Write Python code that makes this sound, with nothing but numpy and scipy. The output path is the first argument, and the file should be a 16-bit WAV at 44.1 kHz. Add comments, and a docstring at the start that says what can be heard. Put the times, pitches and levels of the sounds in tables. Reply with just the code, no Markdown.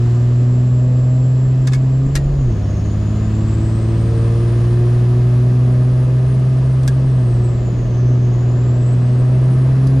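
"""Inside the cab of a six-cylinder diesel pickup that pulls away through two upshifts.
The periodic firing of the cylinders drives the cab's resonances, so its note booms; unequal cylinders
shake the cab when the engine lugs after a shift. Combustion clatters through the bulkhead, the turbo
whistles faintly over its intake hiss, tyres rumble, and plastic trim snaps and squeaks now and then."""
import sys
import numpy as np
from scipy import signal
from scipy.fft import rfft, irfft
from scipy.io import wavfile
from scipy.ndimage import uniform_filter1d

SR = 44100
rng = np.random.default_rng(int(sys.argv[2]) if len(sys.argv) > 2 else 0)


def file_out(sig):
    """Save sig as 16-bit WAV at sys.argv[1]."""
    # one column per channel
    cols = np.atleast_2d(sig).T
    # limit, then scale
    lim = np.clip(cols, -1, 1)
    pcm = np.round(lim * 32767).astype(np.int16)
    wavfile.write(sys.argv[1], SR, pcm)


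N = 441000
TIME = np.arange(N) / SR
BINS = np.fft.rfftfreq(N, 1 / SR)
CYLINDERS, EDGE_HZ = 6, 15700
BOOM_HZ, BOOM_WIDTH_HZ, BOOM_DB = 126, 26.4, -12  # the cab's boom


def amp(db):
    """Decibels to amplitude ratio."""
    return 10 ** (np.asarray(db) / 20)


def unit(x):
    """Normalisation to an rms of one."""
    return x / np.sqrt(np.mean(x ** 2) + 1e-20)


def curves(rows):
    """Linear interpolation of each column of a time table."""
    times, *columns = np.transpose(rows)
    return [np.interp(TIME, times, column) for column in columns]


def spectrum(points):
    """Linear interpolation on a log-frequency axis."""
    hz, value = np.transpose(points)
    return np.interp(np.log(BINS + 1), np.log(hz), value)


def wander(rate_hz):
    """Random modulation of rms one, low-passed at about the given rate."""
    coarse = np.linspace(0, TIME[-1], 4000)
    hz = np.fft.rfftfreq(len(coarse), coarse[1])
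    slow = irfft(rfft(rng.standard_normal(len(coarse))) * np.exp(-(hz / rate_hz) ** 2))
    return np.interp(TIME, coarse, unit(slow))


def step(x):
    """Logistic rise from 0 to 1 as x passes zero."""
    return .5 + .5 * np.tanh(x / 2)


def resonance(hz, centre_hz, width_hz):
    """Lorentzian curve: one at the centre, a half at the edges of the width."""
    return 1 / (1 + ((hz - centre_hz) / (width_hz / 2)) ** 2)


def pan(left_db):
    """Level panning: gains that set the left channel this far above the right."""
    return amp(np.array([[left_db], [-left_db]]) / 2)


# Likeness of left and right: (frequency [Hz], correlation [0-1])
COHERENCE = [(30, 1), (70, .98), (130, .95), (250, .72), (500, .84), (1000, .82), (2000, .42), (4000, .66),
             (8000, .64), (14000, .56)]
def noise(colour):
    """Partial coherence: coloured stereo noise, alike in the bass and looser in the treble."""
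    mid, side = rfft(rng.standard_normal((2, N)))
    alike = np.clip(spectrum(COHERENCE), 0, 1)
    mid, side = mid * np.sqrt(1 + alike), side * np.sqrt(1 - alike)
    return unit(irfft(np.array([mid + side, mid - side]) * amp(spectrum(colour)), N))


def reflections(x, echo_db, span_s):
    """Comb filtering: echoes from nearby glass and panels ripple the spectrum."""
    taps = np.zeros((2, 2048))
    delays = rng.integers(40, int(np.clip(span_s * SR, 100, 2000)), 24)
    taps[:, delays] = rng.standard_normal(len(delays)) + .5 * rng.standard_normal((2, len(delays)))
    taps *= amp(echo_db) / np.linalg.norm(taps, axis=1, keepdims=True)
    taps[:, 0] = 1  # direct sound
    return signal.oaconvolve(x, taps / np.linalg.norm(taps[0]), axes=1)[:, :N]


# Engine speed: (time [s], firing rate [Hz])
ENGINE_SPEED = [(0, 118.5), (0.5, 123.1), (1.0, 125.3), (1.5, 128.4), (1.98, 130.8), (2.12, 138),
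                (2.39, 140.4), (2.56, 101), (3.5, 109.1), (5.0, 120.5), (6.0, 126), (7.08, 130.7),
                (7.28, 120.7), (7.95, 120.1), (8.08, 123.7), (8.3, 121.2), (9.0, 122.7), (10, 133)]
def firing_rate():
    """The engine's fundamental in Hz, one period to each firing."""
    return curves(ENGINE_SPEED)[0]


def lugging(below_hz=118.7, spread_hz=2.6):
    """Soft threshold: how much the engine labours at low speed, 0-1."""
    return step((below_hz - firing_rate()) / spread_hz)


# Upshifts: (start [s], length [s], dip of the firing note [dB], surge as the gear bites [dB],
# body shudder [dB])
UPSHIFTS = [(2.076, 0.45, -1, 0.3, -22.5), (7.5, 0.45, -3.5, 2, -37)]
def shifting(start, length, edge_s=0.035):
    """Smooth gate: one during a gear change, zero outside it."""
    return step((TIME - start) / edge_s) * step((start + length - TIME) / edge_s)


# The gears in turn: (rocking [dB], clatter [dB], second harmonic [dB], third harmonic [dB])
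GEAR_LEVELS = [(-38.5, -43.5, 2, -4.5), (-31, -42.5, 0, 0.54), (-34.5, -41.5, -1, -1)]
def in_gear():
    """Crossfade of levels: each shift hands over to the next gear."""
    gear = sum(np.clip((TIME - start) / length, 0, 1) for start, length, *_ in UPSHIFTS)
    return [np.interp(gear, np.arange(len(column)), column) for column in np.transpose(GEAR_LEVELS)]


# Spectra of the tyres and of the body: (frequency [Hz], relative density [dB])
TYRE_SPECTRUM = [(20, -23), (45, -4.5), (70, 1.5), (95, -2.5), (130, 1), (180, 3), (240, -1), (300, -3),
                 (370, -3), (450, -7.5), (560, -10.5), (660, -10), (820, -21.5), (1400, -52), (8000, -100)]
BODY_SPECTRUM = [(10, -9.5), (25, -1), (42, 6.5), (60, -3), (85, -7.5), (130, -19), (300, -67.5),
                 (2000, -110)]
def road(rise_db_per_s=0.3727, shift_rumble_db=1):
    """Low-frequency noise: tyre rumble grows; in a shift the drive line and body shake harder."""
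    rumble_db = -29.5 + rise_db_per_s * TIME
    tremble = amp(-33.5)
    for start, length, _, _, shudder_db in UPSHIFTS:
        rumble_db += shift_rumble_db * shifting(start, length)
        tremble = tremble + amp(shudder_db) * shifting(start, length)
    return amp(rumble_db) * noise(TYRE_SPECTRUM) + tremble * noise(BODY_SPECTRUM).mean(0)


# Blade tone of the turbo: (time [s], frequency [Hz])
BLADE_TONE = [(0, 7440), (1.1, 7550), (2.1, 7430), (2.45, 6720), (2.75, 6600), (3.3, 7330), (4, 8700),
              (4.7, 9440), (5.5, 9750), (6.5, 9080), (7.3, 8660), (7.75, 6800), (8.05, 6200), (8.35, 6700),
              (9.1, 8480), (10, 9970)]
def turbo_speed(middle_hz=8000):
    """Pitch follows rotor speed: the blade tone in Hz, and in octaves above its middle pitch."""
    whistle_hz, = curves(BLADE_TONE)
    return whistle_hz, np.log2(whistle_hz / middle_hz)


# Spectrum of the intake air: (frequency [Hz], relative density [dB])
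INTAKE_SPECTRUM = [(100, -47), (1200, -25.5), (2500, 4), (3700, 0), (4700, 0.5), (6000, -3), (7700, -4.5),
                   (8200, -2), (9000, -1.5), (10600, -0.5), (11400, -7.5), (12600, -6), (14000, -18),
                   (16000, -29)]
# Swell of both hiss and clatter: (time [s], gain [dB])
ENGINE_SWELL = [(0, 2.5), (0.7, -1), (2.2, -0.6), (3.3, 1.3), (4.5, 2.2), (5.6, 0.2), (8.6, 0.26),
                (10, 0.5)]
def intake(db_per_octave=2.5, lug_db=1):
    """Broadband flow noise: the intake hiss grows and brightens as the turbo spins up."""
    swell_db, = curves(ENGINE_SWELL)
    _, octaves = turbo_speed()
    hiss_db = -48.5 + swell_db + db_per_octave * octaves + lug_db * lugging()
    hiss = noise(INTAKE_SPECTRUM)
    treble = irfft(rfft(hiss) / (1 + (7900 / (BINS + 1)) ** 24), N)
    opening = amp(-12 + 7.5 * octaves)
    return amp(hiss_db) * (hiss - treble + opening * treble) * pan(left_db=1.4)


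def air_band(centre_hz, width_hz):
    """Quadrature modulation: a band of rushing air follows a moving pitch."""
    baseband = noise([(1, 0), (width_hz / 2, -2), (width_hz, -10),
                      (4 * width_hz, -42), (8 * width_hz, -90)])
    quadrature = np.roll(baseband, N // 2, axis=1)
    angle = 2 * np.pi * np.cumsum(centre_hz) / SR
    return baseband * np.cos(angle) + quadrature * np.sin(angle)


def turbo_rush(db_per_octave=-6, spool_db=3, spool_hz_per_s=1000, lug_db=4.5):
    """Narrowband flow noise just below the whistle, louder while the turbo gains or loses speed."""
    whistle_hz, octaves = turbo_speed()
    glide = uniform_filter1d(abs(np.gradient(whistle_hz, TIME)), size=SR // 4)
    spooling = np.tanh(glide / spool_hz_per_s)
    duct_db = 6 * resonance(whistle_hz, centre_hz=7880, width_hz=470)
    rush_db = -63.5 + db_per_octave * octaves + spool_db * spooling + lug_db * lugging() + duct_db
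    upper = amp(-0.5) * air_band(whistle_hz - 60, width_hz=320)
    lower = amp(-5) * air_band(whistle_hz * .93, width_hz=580)
    rush = (upper + lower) * amp(rush_db + 2.2 * wander(rate_hz=41))
    return reflections(rush, echo_db=0.5, span_s=.015)


def turbo_whistle(cycles, db_per_octave=-5.5):
    """Blade tone, phase-modulated at half the firing rate and lifted at the intake duct's resonance."""
    whistle_hz, octaves = turbo_speed()
    duct_db = 8.5 * resonance(whistle_hz, centre_hz=7540, width_hz=90)
    sway = .6 * np.sin(np.pi * CYLINDERS * cycles)
    angle = 2 * np.pi * np.cumsum(whistle_hz + 3 * wander(rate_hz=10)) / SR + sway
    # the gliding tone crosses standing waves in the cab, differently on each side
    sides = [amp(3.5 * wander(rate_hz=10)) * np.sin(angle + .4 * wander(rate_hz=4)) for _ in range(2)]
    return np.sqrt(2) * amp(-64 + db_per_octave * octaves + duct_db) * np.array(sides)


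# Spectrum of combustion knock: (frequency [Hz], relative density [dB])
KNOCK_SPECTRUM = [(300, -29), (600, -10), (950, 2.5), (1280, 1), (1480, -4.5), (1800, -2), (2200, -10),
                  (2700, -12), (3600, -18.5), (5000, -29), (10000, -51), (16000, -92.5)]
def clatter(cycles, db_per_octave=3, lug_db=0.2):
    """Amplitude-modulated noise: combustion knock swells with every firing, unevenly by cylinder."""
    _, gear_db, *_ = in_gear()
    swell_db, = curves(ENGINE_SWELL)
    _, turbo_octaves = turbo_speed()
    clatter_db = gear_db + swell_db + db_per_octave * turbo_octaves + lug_db * lugging()
    knocks = sum(np.cos(2 * np.pi * (k * cycles + rng.random())) for k in range(2, CYLINDERS + 1))
    envelope = amp(clatter_db + 0.16 * wander(rate_hz=46)) * unit(1 + 0.034 * knocks)
    return envelope * noise(KNOCK_SPECTRUM) * pan(left_db=1.4)


# Rubbing trim: (time [s], frequency [Hz], level [dB])
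TRIM_RUBS = [(2.645, 5520, -53), (2.69, 5450, -57), (2.75, 5470, -57), (2.8, 5490, -53)]
def trim_squeaks(half_width_s=0.013):
    """Friction tones: panels rub for a moment as the lugging engine shakes them."""
    out = np.zeros(N)
    for time, hz, db in TRIM_RUBS:
        envelope = amp(db) * np.exp(-((TIME - time) / half_width_s) ** 2)
        out += envelope * np.sin(2 * np.pi * hz * TIME + 1.5 * wander(rate_hz=120))
    return np.sqrt(2) * out


# Modes of the trim: (base frequency [Hz], relative energy [dB], t60 [s])
PANEL_MODES = [(1055, -14, 0.032), (1250, 2, .03), (1703, 12.5, 0.06), (1890, 0, .035), (2174, 4, 0.027),
               (2520, -0.5, 0.039), (3560, 6, 0.0093), (4460, -5, 0.02), (5190, -3, 0.04), (6300, -4, 0.04),
               (7480, -20, 0.035), (9200, -21.5, 0.029), (10200, -14, .025)]
def panel_ring(t, pitch):
    """Impulse response of a panel: a sum of damped modes, scaled to unit energy."""
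    ring = sum(amp(db - 60 * t / t60) * np.sin(2 * np.pi * hz * pitch * t) / np.sqrt(t60)
               for hz, db, t60 in PANEL_MODES if hz * pitch < EDGE_HZ)
    return ring / np.linalg.norm(ring)


# Spectrum of a snap: (frequency [Hz], relative density [dB])
SNAP_SPECTRUM = [(100, -50), (600, -16), (1200, -4), (2000, -6), (2800, -7), (5000, -3), (7000, -4),
                 (8800, -4), (9600, -10), (12000, -11), (14000, -22), (16000, -36)]
# Snaps of the trim: (time [s], level [dB], t60 [s], panel pitch [ratio], ring [dB], treble [dB])
SNAP_EVENTS = [(1.67, -33, 0.037, 0.93, -2, -9), (1.6722, -25, 0.069, 1, 0, -16),
               (1.719, -36.5, 0.089, 1, 3, -16), (1.7332, -27.5, 0.069, 0.98, 0, -21),
               (1.746, -34.5, .06, 1.3, 1.5, -18), (2.1536, -17, 0.045, 0.99, -6, -3.5),
               (2.16, -27.5, 0.091, 1.1, 2, -5), (6.8315, -37, 0.049, 1, -1, -7),
               (6.877, -21.5, 0.051, 0.96, -2.5, -2), (9.87, -32, 0.031, 2.85, -7, -2)]
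def trim_snaps(rise_s=0.0003):
    """Transient excitation: stressed plastic lets go in gritty bursts that ring the panel."""
    t = TIME[:SR // 4]
    crack = noise(SNAP_SPECTRUM)
    treble = irfft(rfft(crack) / (1 + (8500 / (BINS + 1)) ** 6), N)
    grit = noise([(100, 0), (16000, 0)])
    crackle = amp(1.8 * wander(rate_hz=180))
    out = np.zeros((2, N))
    for time, db, t60, pitch, ring_db, treble_db in SNAP_EVENTS:
        span = slice(round(time * SR), round(time * SR) + len(t))
        age = t[:len(TIME[span])]
        envelope = amp(db - 60 * age / t60) * (1 - np.exp(-age / rise_s)) * crackle[span]
        ring = signal.fftconvolve(envelope * grit[:, span], panel_ring(t, pitch)[None], axes=1)
        burst = crack[:, span] + (amp(treble_db) - 1) * treble[:, span]
        out[:, span] += amp(-2) * envelope * burst + amp(ring_db) * ring[:, :len(age)]
    return out * pan(left_db=1)


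# Orders of the uneven cylinders: (frequency [multiple of the cycle rate], level re shudder [dB])
LOPE_ORDERS = [(2, -19), (4, -0.5), (5, -11.5), (7, -9.5), (8, -10.5), (9, -6.5), (10, -14.5), (11, -22.5),
               (13, -25.5), (14, -25.5), (15, -17.5), (16, -20.5), (17, -24), (19, -24.5), (21, -26.5)]
def lope(cycles, firing_hz, rock_db_per_hz=0.74, lug_rock_db=15, lug_shudder_db=16):
    """Harmonics of the four-stroke cycle: unequal cylinders make the note throb, most when lugging."""
    gear_db, *_ = in_gear()
    rock_db = gear_db + lug_rock_db * lugging() + rock_db_per_hz * (firing_hz - BOOM_HZ)
    shudder_db = -39 + lug_shudder_db * lugging()
    angle = 2 * np.pi * cycles
    out = amp(rock_db + 1.7 * wander(rate_hz=14)) * np.sin(CYLINDERS / 2 * angle)  # half the firing rate
    for k, db in LOPE_ORDERS:
        level = amp(shudder_db + db + 0.91 * wander(rate_hz=3.3))
        out += level * np.sin(k * angle + 2 * np.pi * rng.random() + 0.42 * wander(rate_hz=4.4))
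    return np.sqrt(2) * out


# Resonances of the cab: (frequency [Hz], width [Hz], level [dB])
CAB_MODES = [(215.2, 20, -26), (247.5, 10.2, -30), (267.7, 11, -27.5), (329.5, 16, -30), (354, 34.4, -29.5),
             (392.9, 8, -42.5), (458.6, 14, -32), (502, 12, -41.5), (568.5, 25, -41.5), (629.3, 38, -41.5),
             (720, 91, -49)]
def cab_gain(hz, base_db=-39):
    """Frequency response of the cab: its modes add in power over a falling base."""
    grid = np.geomspace(100, 2000, 1500)
    power = sum((amp(db) * resonance(grid, centre, width)) ** 2 for centre, width, db in CAB_MODES)
    base = amp(base_db) * (250 / grid) ** 2.28
    return np.interp(hz, grid, np.sqrt(power + base ** 2))


# How hard the engine pulls: (time [s], load [dB])
ENGINE_LOAD = [(0, 0.7), (0.5, 0.4), (1.6, -0.27), (3.5, -0.16), (5.2, 0.92), (6.4, -0.5), (7.1, -0.18),
               (8.6, -0.74), (10, 1.5)]
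def firing(cycles, firing_hz, growl_per_load=2.3, bite_delay_s=0.135, bite_s=0.07):
    """Forced resonance: the firing note swells near the boom; its overtones sweep the cab's modes."""
    load_db, = curves(ENGINE_LOAD)
    _, _, second_db, third_db = in_gear()
    shift_db = np.zeros(N)
    for start, length, dip_db, surge_db, _ in UPSHIFTS:
        bite = np.exp(-((TIME - start - length - bite_delay_s) / bite_s) ** 2)
        shift_db += dip_db * shifting(start, length) + surge_db * bite
    boom = amp(BOOM_DB + load_db + shift_db) * np.sqrt(resonance(firing_hz, BOOM_HZ, BOOM_WIDTH_HZ))
    angle = 2 * np.pi * CYLINDERS * cycles
    note = boom * amp(0.11 * wander(rate_hz=84)) * np.sin(angle)
    sharpness = amp(growl_per_load * load_db + 1.1 * shift_db)  # load sharpens the exhaust pulses
    overtones = np.zeros(N)
    for k in range(2, 11):
        order_db = second_db * (k == 2) + third_db * (k == 3) - 2 * (k > 5)
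        level = sharpness * cab_gain(k * firing_hz) * amp(order_db + 0.99 * wander(rate_hz=6.4))
        overtones += level * np.sin(k * angle + 2 * np.pi * rng.random() + 0.11 * wander(rate_hz=8.8))
    return np.sqrt(2) * (note * pan(left_db=-.2) + overtones)


def scene():
    """Superposition of the sources; one crankshaft keeps the engine's rhythms in step."""
    firing_hz = firing_rate()
    cycles = np.cumsum(firing_hz) / SR / CYLINDERS  # four-stroke cycles completed
    bulkhead = reflections(clatter(cycles) + intake(), echo_db=-8.5, span_s=.025)
    engine = firing(cycles, firing_hz) + lope(cycles, firing_hz)
    rumble = road()
    turbo = (turbo_whistle(cycles) + turbo_rush()) * pan(left_db=3.5)
    return rumble + bulkhead + turbo + trim_snaps() + trim_squeaks() + engine


def record(dry):
    """Band limiting: a linear-phase low-pass removes the highest treble."""
    low_pass = signal.firwin(511, EDGE_HZ, window=("kaiser", 9), fs=SR)
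    return signal.oaconvolve(dry, low_pass[None], "same")


dry = scene()
out = record(dry)
file_out(out)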